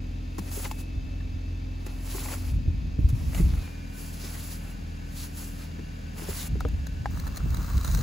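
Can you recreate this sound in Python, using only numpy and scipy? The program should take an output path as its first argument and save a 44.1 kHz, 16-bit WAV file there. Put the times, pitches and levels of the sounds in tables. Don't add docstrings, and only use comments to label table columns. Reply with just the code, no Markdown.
import sys
import numpy as np
from scipy import signal
from scipy.fft import rfft, irfft
from scipy.io import wavfile
from scipy.ndimage import uniform_filter1d

SR = 44100
rng = np.random.default_rng(int(sys.argv[2]) if len(sys.argv) > 2 else 0)


def wav_out(sig):
    wavfile.write(sys.argv[1], SR, np.round(np.clip(np.atleast_2d(sig).T, -1, 1) * 32767).astype(np.int16))


N = 353946
TIME, FREQ = np.arange(N) / SR, np.fft.rfftfreq(N, 1 / SR)
SIDES = np.array([[.5], [-.5]])

# f/Hz, level/dB per Hz
HISS_COLOUR = [(1000, -11), (4500, -14.5), (6500, -2.5), (8000, -1), (9500, 1), (10600, 0.5), (11050, 0.5),
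               (11600, -1.5), (15500, -3.5)]
# f/Hz, level/dB per Hz
SWISH_COLOUR = [(300, -10), (1000, 2), (2800, 0.5), (4200, 2), (6500, 2.5), (8500, -24), (14000, -23)]
# f/Hz, level/dB per Hz
BLADE_COLOUR = [(200, -13), (480, 0), (750, -0.5), (1200, 5.5), (1700, -3), (2150, -15), (3200, -25),
                (8000, -19)]
# t/s, crunch level/dB, blade body level/dB
SCRAPE = [(7.1, -57.5, -60), (7.25, -58, -53.5), (7.43, -60.5, -55.5), (7.544, -52.5, -50.5),
          (7.69, -50, -48), (7.83, -50.5, -49.5), (7.89, -44.5, -48.5), (8.026, -45.5, -48.5)]


def amp(db):
    return 10 ** (np.asarray(db) / 20)


def unit(x):
    return x / np.sqrt(np.mean(x ** 2) + 1e-20)


def read(points):
    f, value = np.transpose(points)
    return np.interp(np.log(FREQ + 1), np.log(f + 1), value)


def colour(points):
    return amp(read(points))


def level(curve, column=1):
    points = np.array(curve)
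    db = np.interp(TIME, points[:, 0], points[:, column], left=-np.inf, right=-np.inf)
    return uniform_filter1d(amp(db), size=300)


def add(mix, s, sound):
    part = mix[..., max(round(s * SR), 0):][..., :sound.shape[-1]]
    part += sound[..., :part.shape[-1]]


def wander(hz):
    return unit(irfft(rfft(rng.standard_normal(N)) / (1 + (FREQ / hz) ** 4), N))


def swell(s, attack_s, hold_s, release_s, edge_db):
    before = (s - TIME) / max(attack_s, .005)
    after = (TIME - s - hold_s) / max(release_s, .005)
    return amp(edge_db * np.clip(np.maximum(before, after), 0, 10))


def swells(rows, edge_db):
    shapes = np.array([swell(*row[:4], edge_db) for row in rows])
    gains = amp([row[4:] for row in rows])
    return np.sqrt(gains.T ** 2 @ shapes ** 2)


def bursts(rows, shape, offset_s):
    out = np.zeros((2, N))
    for s, *db in rows:
        add(out, s + offset_s, amp(db)[:, None] * shape)
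    return out


def port_phase():
    # f/Hz, phase/half turns
    phase_points = [(7400, 0), (8500, -1), (9600, -1), (10600, -2), (11650, -2), (12800, -3), (13800, -3),
                    (14800, -4)]
    return np.pi * np.interp(FREQ, *np.transpose(phase_points))


def spread(pair, gain, least=-1):
    # f/Hz, correlation
    likeness = [(50, 1), (150, 0.69), (300, -0.04), (600, -0.44), (1200, -0.73), (2200, 0.44), (4000, 0.79),
                (5600, 0.33), (7000, 1), (8600, 0.95), (16000, 1.15)]
    same = np.clip(np.maximum(read(likeness), least), -1, 1)
    same = same * (1 - np.sin(port_phase()) ** 2 / 3)
    mid, side = rfft(pair) * gain * np.sqrt([1 + same, 1 - same])
    return unit(irfft([mid + side, mid - side], N))


def noise(gain):
    return spread(rng.standard_normal((2, N)), gain)


def grains(gain, per_s, wash):
    size_db = 3 * np.minimum(rng.exponential(1, N), 4)
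    sizes = amp(size_db) * (rng.random(N) < per_s / SR)
    slips = unit(sizes * rng.standard_normal((2, N)))
    return spread(slips + wash * rng.standard_normal((2, N)), gain, least=0.67)


def resonate(x, hz, width):
    turn = np.exp(2j * np.pi * np.cumsum(hz) / SR)
    r = np.exp(-np.pi * abs(width) / SR)
    return unit((turn * signal.lfilter([1], [1, -2 * r, r * r], x / turn)).real)


def peak(hz, width):
    return 1 / (1 + ((FREQ - hz) / width * 2) ** 2) ** 2


def brush(hiss_db=2, swish_db=-3, skid_db=-4.5, rub_db=-2, lumps_db=-4, flutter_db=1, judder_db=3.0,
          clumps_db=1.5, flex=0.13):
    # t/s at full pressure, attack/s, hold/s, release/s,
    # bristle hiss level/dB, swish of pushed snow level/dB, rub on the glass level/dB
    strokes = [(0.47, 0.18, 0.023, .03, -53.5, -57, -53), (0.528, 0.053, 0.11, 0.15, -40, -48.5, -49),
               (0.65, 0.013, 0.0083, 0.02, -56, -43.5, -37.5), (0.79, 0.045, 0.026, .04, -50, -54, -58),
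               (1.88, 0.11, 0.016, 0.2, -57.5, -58, -51.5), (2.13, 0.18, 0.22, 0.096, -42, -48.5, -47),
               (2.316, 0.022, 0.028, 0.023, -47, -46, -40.5), (2.42, .05, 0.078, .1, -52, -55.5, -54),
               (3.16, 0.1, 0.21, 0.13, -56.5, -58, -56.5), (3.378, 0.11, 0.011, .12, -41.5, -47.5, -43),
               (3.52, 0.27, 0.12, 0.22, -55, -54, -51.5), (3.985, 0.12, 0.056, 0.58, -47.5, -54.5, -57.5),
               (4.22, 0.15, 0.044, 0.19, -48.5, -48.5, -58), (4.245, .03, 0.014, .025, -47, -50, -63),
               (4.35, 0.23, 0.04, 0.1, -46.5, -52, -50.5), (4.44, 0.15, 0.098, 0.12, -45.5, -49.5, -57),
               (4.62, 0.055, 0.091, 0.11, -57.5, -67, -54.5), (5.17, 0.1, 0.083, 0.083, -47, -51, -71),
               (5.21, 0.099, 0.046, .025, -49, -52, -69), (5.385, 0.079, 0.043, 0.23, -44, -53, -55),
               (5.605, 0.088, 0.039, 0.069, -53.5, -53, -53.5), (6.18, 0.044, 0.14, .05, -47, -51, -48),
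               (6.305, 0.051, 0.17, 0.019, -42.5, -49, -49.5), (6.355, .015, 0.073, 0.048, -44, -44, -60)]
    # t/s, attack/s, hold/s, release/s (negative: shortest), level/dB
    loose_snow = (3, -1, 4.5, -11.5, -67.5)
    # f/Hz, width/Hz, level/dB
    rub_modes = [(458, 240, -7), (830, 390, -4.5), (1435, 750, -5), (2300, 1320, -5)]
    # f/Hz, level/dB per Hz
    clump_colour = [(200, -8), (450, 3.5), (950, -0.5), (1500, -3), (2300, -3), (3300, -12), (8000, -32)]
    edge_db = -21.5
    bristles, snow, pressure = swells(strokes, edge_db)
    trickle = swells([loose_snow], edge_db)
    hiss = amp(hiss_db) * np.hypot(bristles, trickle) * grains(colour(HISS_COLOUR), per_s=9000, wash=2.1)

    powder = colour(SWISH_COLOUR)
    slips = grains(powder, per_s=1500, wash=1.0)
    skid = resonate(slips, 4560 * (1 + 0.081 * wander(4.3)), width=1700)
    pushed = amp(swish_db) * grains(powder, per_s=4300, wash=1) + amp(skid_db) * skid
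    swish = amp(clumps_db * wander(9.0)) * snow * pushed

    drag = grains(powder, per_s=8000, wash=1.18)
    bend = 1 + flex * wander(12)
    rub = 0
    for hz, width, db in rub_modes:
        judder = judder_db * np.tanh(wander(44))
        rub = rub + amp(rub_db + db + judder) * resonate(drag, hz * bend, width)
    lumps = amp(lumps_db) * grains(colour(clump_colour), per_s=300, wash=0.57)
    return (hiss + swish) * amp(flutter_db * wander(32)) + pressure * (rub + lumps)


def flicks(hiss_db=-9, swish_db=-13, body_db=-1):
    # t/s, flick level/dB, tool body level/dB
    flick_rows = [(0.381, -32.5, -40), (0.389, -36, -43), (0.513, -37, -43), (0.642, -29, -42),
                  (0.7115, -31.5, -52), (1.862, -35.5, -47.5), (3.087, -35.5, -46), (3.098, -39, -46),
                  (3.346, -31.5, -52)]
    age = np.arange(SR // 10) / SR / 0.0034
    puff, jolt = bursts(flick_rows, age * np.exp(1 - age), 0)
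    bright = amp(hiss_db) * grains(colour(HISS_COLOUR), per_s=12000, wash=1.9)
    powdery = amp(swish_db) * grains(colour(SWISH_COLOUR), per_s=3000, wash=1.6)
    return puff * (bright + powdery) + amp(body_db) * jolt * noise(colour(BLADE_COLOUR))


def edge_colour(column, floor_db=-14):
    # f/Hz, width/Hz, level/dB as it scrapes, level/dB as the crust snaps
    edge_modes = [(1440, 1100, 1, 3.5), (4070, 640, 3, 6), (5040, 900, -0.5, -3), (5970, 330, 3, 5),
                  (6700, 570, 4.5, 4.5), (8250, 560, 5.5, 3), (9050, 770, -6, 6), (9800, 580, -1, 0),
                  (12400, 590, 4, 4), (12950, 750, 6, 5), (15500, 1600, 2.5, 0)]
    peaks = sum(amp(mode[column]) ** 2 * peak(mode[0], mode[1]) for mode in edge_modes)
    return np.sqrt(peaks + amp(floor_db) ** 2)


def scraper(crunch_db=3.5, body_db=0.5, judder_db=0.2, catch_db=2):
    crunch = amp(crunch_db) * level(SCRAPE) * grains(edge_colour(column=2), per_s=770, wash=1.0)
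    catch = amp(body_db + catch_db * wander(30))
    body = catch * level(SCRAPE, column=2) * grains(colour(BLADE_COLOUR), per_s=400, wash=1.0)
    return (crunch + body) * amp(judder_db * np.tanh(wander(90)))


def crumbs(per_s=34, crack_db=10.5, body_db=-3, spread_db=6):
    times, crunch_db, _ = np.transpose(SCRAPE)
    chance, size = rng.random(N), rng.standard_normal(N)
    at = (chance < per_s / SR) & (TIME > times[0])
    db = np.interp(TIME[at], times, crunch_db) + spread_db * np.clip(size[at], -2, 1)
    return list(zip(TIME[at], db + crack_db, db + body_db))


def snaps(crack_db=-8, body_db=-1, break_s=0.0017, creak_s=0.006, creak_db=-17):
    # t/s at the break, crack level/dB, blade body level/dB
    snap_rows = [(6.607, -28.5, -44), (6.687, -36.5, -43), (6.87, -30.5, -35.5), (7.177, -37, -48),
                 (7.2, -29, -50), (7.247, -41, -54), (7.258, -38, -50), (7.27, -35, -38),
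                 (7.2775, -29.5, -34.5), (7.362, -34, -51), (7.3715, -29, -40), (7.376, -26.5, -39.5),
                 (7.547, -29, -36), (7.571, -28.5, -39), (7.664, -37, -48), (7.78, -26.5, -45),
                 (7.813, -30, -44), (7.8485, -20.5, -33), (7.879, -24, -49), (7.916, -25, -46),
                 (7.9495, -20, -41)]
    t = np.arange(-SR // 20, SR // 20) / SR
    shape = np.exp(-abs(t) / break_s) + amp(creak_db) * np.exp(-abs(t) / creak_s)
    crack, jolt = bursts(snap_rows + crumbs(), shape, t[0])
    edge = amp(crack_db) * crack * grains(edge_colour(column=3), per_s=5600, wash=1.2)
    return edge + amp(body_db) * jolt * noise(colour(BLADE_COLOUR))


def ring(modes, pitch_hz, blow, lead):
    t = np.arange(len(blow)) / SR
    phase = SIDES * lead
    tone = 0
    for ratio, db, t60 in modes:
        tone = tone + amp(db - 60 * t / t60) * np.sin(2 * np.pi * pitch_hz * ratio * t + phase)
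    onset = 1 - np.exp(-t * pitch_hz * 4)
    return unit(signal.fftconvolve(tone * onset, blow[None], axes=1)[:, :len(t)])


def knocks(panel_db=-9, shaft_db=-14, head_db=-14.5, shaft_pan_db=3, tick_db=-8, tick_s=0.0088, chatter=0.13):
    # t/s, contact/s, door panel level/dB, its f/Hz,
    # shaft level/dB, its f/Hz, plastic head level/dB, its f/Hz
    strikes = [(0.382, 0.0014, -35, 310, -39, 830, -46, 1900),
               (0.569, 0.0024, -38, 405, -50, 784, -58, 1900),
               (0.6511, .0018, -45, 540, -35.5, 840, -38, 2020),
               (0.712, 0.00091, -52, 301, -33.5, 877, -39, 2730),
               (1.206, 0.0012, -66, 310, -58, 910, -50, 1700),
               (1.865, 0.001, -41.5, 378, -46, 850, -46, 2540),
               (2.143, 0.0038, -37.5, 398, -42, 875, -49, 2000),
               (2.18, 0.0016, -46, 390, -40, 840, -46, 1900),
               (2.257, 0.0022, -54, 326, -38, 830, -46, 2300),
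               (2.284, .0015, -56, 326, -41, 950, -42, 1990),
               (2.327, 0.00085, -58, 400, -45, 850, -46, 2000),
               (2.335, 0.0022, -47, 575, -51, 820, -40, 1410),
               (2.678, .0015, -41.5, 325, -67, 850, -62, 2670),
               (2.984, .003, -35, 298, -67, 855, -64, 2000), (3.028, .0015, -47, 320, -58, 860, -64, 2000),
               (3.346, 0.0013, -55, 322, -41, 720, -37.5, 2830),
               (3.379, 0.0036, -58, 320, -48, 905, -39, 2130), (3.4, 0.0017, -31, 318, -54, 872, -49, 2000),
               (4.234, .006, -44, 350, -57, 910, -55, 1650),
               (4.342, 0.0071, -58, 350, -54, 900, -45.5, 1590),
               (5.79, 0.0023, -39.5, 323, -52, 850, -54, 1750),
               (6.218, 0.0014, -39.5, 320, -48, 624, -46, 1670),
               (6.285, 0.0013, -34.5, 398, -53, 810, -50, 1300),
               (6.555, .0015, -37.5, 308, -48, 800, -58, 1310),
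               (6.607, 0.0034, -48, 428, -39, 790, -33.5, 1310),
               (6.6509, 0.00071, -29.5, 466, -36.5, 790, -39, 1200),
               (7.0577, 0.00049, -54, 422, -26, 830, -32.5, 1600),
               (7.404, 0.0024, -58, 393, -50, 900, -45, 1300),
               (7.458, .003, -37.5, 252, -60, 800, -60, 1300),
               (7.585, 0.0038, -43, 310, -60, 790, -58, 1300), (7.788, .002, -47, 424, -50, 850, -48, 1310),
               (7.985, .003, -42, 475, -57, 800, -55, 1300)]
    # multiple of its f, level/dB, t60/s
    panel_modes = [(0.63, -9, 0.18), (1, 4, 0.048), (1.28, -10.5, 0.086)]
    shaft_modes = [(1, -1, 0.044), (1.2, 4.5, 0.015), (1.48, -7.5, 0.012)]
    head_modes = [(0.8, 0, 0.0079), (1, 4, 0.016), (1.12, -15, 0.0093), (2.7, -6, 0.0083)]
    blade_from_s = 6.5
    t, out = np.arange(SR // 8) / SR, np.zeros((2, N))
    pan = amp(shaft_pan_db * SIDES)
    tick_band = signal.butter(1, [1500, 6000], "bandpass", fs=SR)
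    for s, contact_s, low_db, low_hz, knock_db, knock_hz, clack_db, clack_hz in strikes:
        grit = rng.standard_normal(len(t))
        rattle = grit * np.exp(-t / contact_s)
        if s < blade_from_s:
            blow = rattle * t
        else:
            blow = (t == 0) + chatter * rattle
            tick = signal.lfilter(*tick_band, grit) * np.exp(-t / tick_s)
            add(out, s, amp(tick_db + clack_db) * tick)
        add(out, s, amp(panel_db + low_db) * ring(panel_modes, low_hz, blow, lead=1.09))
        add(out, s, amp(shaft_db + knock_db) * pan * ring(shaft_modes, knock_hz, blow, lead=0.87))
        add(out, s, amp(head_db + clack_db) * ring(head_modes, clack_hz, blow, lead=0.57))
    return out


def thumps(db=-1, rise_s=0.0061):
    # t/s, peak level/dB, f/Hz
    pushes = [(0.396, -30.5, 185), (0.963, -27, 103), (1.008, -24, 80), (1.346, -22.5, 69),
              (2.538, -13.5, 59.4), (2.677, -15.5, 85), (2.985, -21, 159), (3.044, -10, 59),
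              (3.128, -13, 106), (3.397, -16, 166.4), (3.425, -9, 53.4), (6.298, -27, 77.4),
              (7.465, -20, 77), (7.766, -17.5, 82)]
    t, out = np.arange(SR // 5) / SR, np.zeros(N)
    envelope = t / rise_s * np.exp(1 - t / rise_s)
    for s, peak_db, hz in pushes:
        add(out, s, amp(db + peak_db) * envelope * np.sin(2 * np.pi * hz * t))
    return out


def wind(db=-1.5, lumpiness=0.21):
    # t/s at full strength, attack/s, hold/s, release/s, level/dB
    gusts = [(0.97, 0.07, 0.064, 0.14, -30.5), (1.25, 0.12, 0.12, 0.046, -37.5),
             (2.53, 0.13, 0.048, 0.072, -24), (2.66, 0.041, 0.24, .1, -28), (2.99, 0.024, 0.1, 0.17, -21),
             (3.29, 0.28, .29, 0.07, -25), (3.45, 0.049, 0.031, 0.03, -18.5),
             (6.52, 0.07, 0.23, 0.23, -25.5), (7.02, 0.39, 0.31, 0.092, -31), (7.46, 0.14, 0.12, 0.11, -23),
             (7.77, 0.15, 0.019, 0.043, -21), (7.89, 0.11, 0.045, 0.35, -20.5)]
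    # f/Hz, level/dB per Hz
    gust_colour = [(20, -15), (40, -2.5), (58, 5), (90, -4), (130, -9.5), (200, -16.5), (300, -27.5),
                   (500, -43.5), (1200, -70)]
    eddies = noise(colour(gust_colour))
    strength = np.sqrt(uniform_filter1d((eddies ** 2).mean(0), size=2000) + 1e-6)
    gust_gain = swells(gusts, edge_db=-17)
    return amp(db) * gust_gain * eddies / strength * (1 + lumpiness * wander(28))


def engine_at(turns, orders, rush, bay, hum_db, rush_db, waver, throb):
    hum = 0
    for k, db in orders:
        tone = np.cos(2 * np.pi * (round(k) * turns + rng.random()))
        hum = hum + amp(db) * (1 + waver * wander(3.3)) * tone
    bay_shape = np.sqrt(sum(amp(db) ** 2 / width * peak(hz, width) for hz, width, db in bay))
    bay_gain = np.linalg.norm([amp(db) for _, _, db in bay])
    beat = 1 + throb * np.cos(4 * np.pi * turns)
    rushing = amp(rush_db) * noise(colour(rush)) + bay_gain * noise(bay_shape)
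    return amp(hum_db) * unit(hum) + beat * rushing


def engine():
    # t/s, turns per second
    speed = [(0.0, 21.3), (1.05, 21.7), (2.23, 21.8), (2.56, 21.2), (2.92, 21.1), (3.25, 21.4),
             (3.62, 21.2), (3.64, 20.1), (5.19, 20.1), (6.26, 20.0), (7.33, 19.7), (8.0, 19.9)]
    # multiple of crank speed, level/dB
    orders_front = [(1, -22), (2, 3), (3, -9), (4, 0), (5, -24), (6, -14), (7, -19), (8, -16), (9, -19.5),
                    (10, -25), (11, -23.5), (12, -10), (13, -25.5), (14, -16.5)]
    orders_door = [(1, -31), (2, 0.5), (3, -16), (4, -0.5), (5, -28), (6, -13), (7, -35), (8, -9),
                   (9, -13.5), (10, -12.5), (11, -30), (12, -15.5), (13, -19.5), (14, -12.5)]
    # f/Hz, level/dB per Hz
    rush_front = [(25, -20), (90, 3.5), (180, -8.5), (290, -7), (380, -14), (550, -15.5), (1100, -22.5),
                  (2400, -30), (4500, -31), (6500, -35), (8000, -42.5), (11000, -43.5), (15500, -46)]
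    rush_door = [(25, -4), (90, 1), (180, -1.5), (290, -9), (380, -11.5), (550, -14), (1100, -19),
                 (2400, -24.5), (4500, -27), (6500, -31), (8000, -36.5), (11000, -40.5), (15500, -43)]
    # f/Hz, width/Hz, level/dB
    bay_front = [(1788, 32, -69), (2300, 360, -64), (2670, 210, -65), (3100, 53, -73), (3525, 72, -71),
                 (3860, 89, -72), (4360, 67, -73), (4860, 110, -69.5), (6430, 150, -75)]
    bay_door = [(1510, 17, -63), (1717, 160, -62.5), (2237, 47, -67.5), (2665, 56, -63.5),
                (2804, 41, -67.5), (4760, 120, -67.5), (6600, 250, -70)]
    # t/s, level/dB
    whine_curve = [(0, -65), (.8, -56), (1.3, -60.5), (3.5, -63), (3.65, -53.5), (4.3, -62.5), (8, -67)]
    turns = np.cumsum(np.interp(TIME, *np.transpose(speed))) / SR
    front = engine_at(turns, orders_front, rush_front, bay_front,
                      hum_db=-32.5, rush_db=-43.5, waver=0.11, throb=0.078)
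    door = engine_at(turns, orders_door, rush_door, bay_door,
                     hum_db=-36.5, rush_db=-43, waver=0.12, throb=0.091)
    door_share = np.clip((TIME - 3.63) / 0.011, 0, 1)
    whine = np.sin(2 * np.pi * 120 * turns + .7 * wander(25))
    return (1 - door_share) * front + door_share * door + level(whine_curve) * whine


def scene():
    return brush() + flicks() + scraper() + snaps() + knocks() + thumps() + wind() + engine()


def record(dry):
    # f/Hz, left minus right level/dB
    balance = [(130, 0), (260, 4), (500, 2.4), (1000, 0), (2000, 1.2), (4000, 1.8), (7000, 0)]
    ports = amp(SIDES * read(balance)) * np.exp(1j * SIDES * port_phase())
    low_cut = FREQ ** 2 / np.sqrt(FREQ ** 4 + 30 ** 4)
    band_edge = np.clip((15780 - FREQ) / 200 + .5, 0, 1)
    fade = np.clip(np.minimum(TIME, TIME[-1] - TIME) / .004, 0, 1)
    return irfft(rfft(dry * fade) * ports * low_cut * band_edge, N)


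dry = scene()
out = record(dry)
wav_out(out)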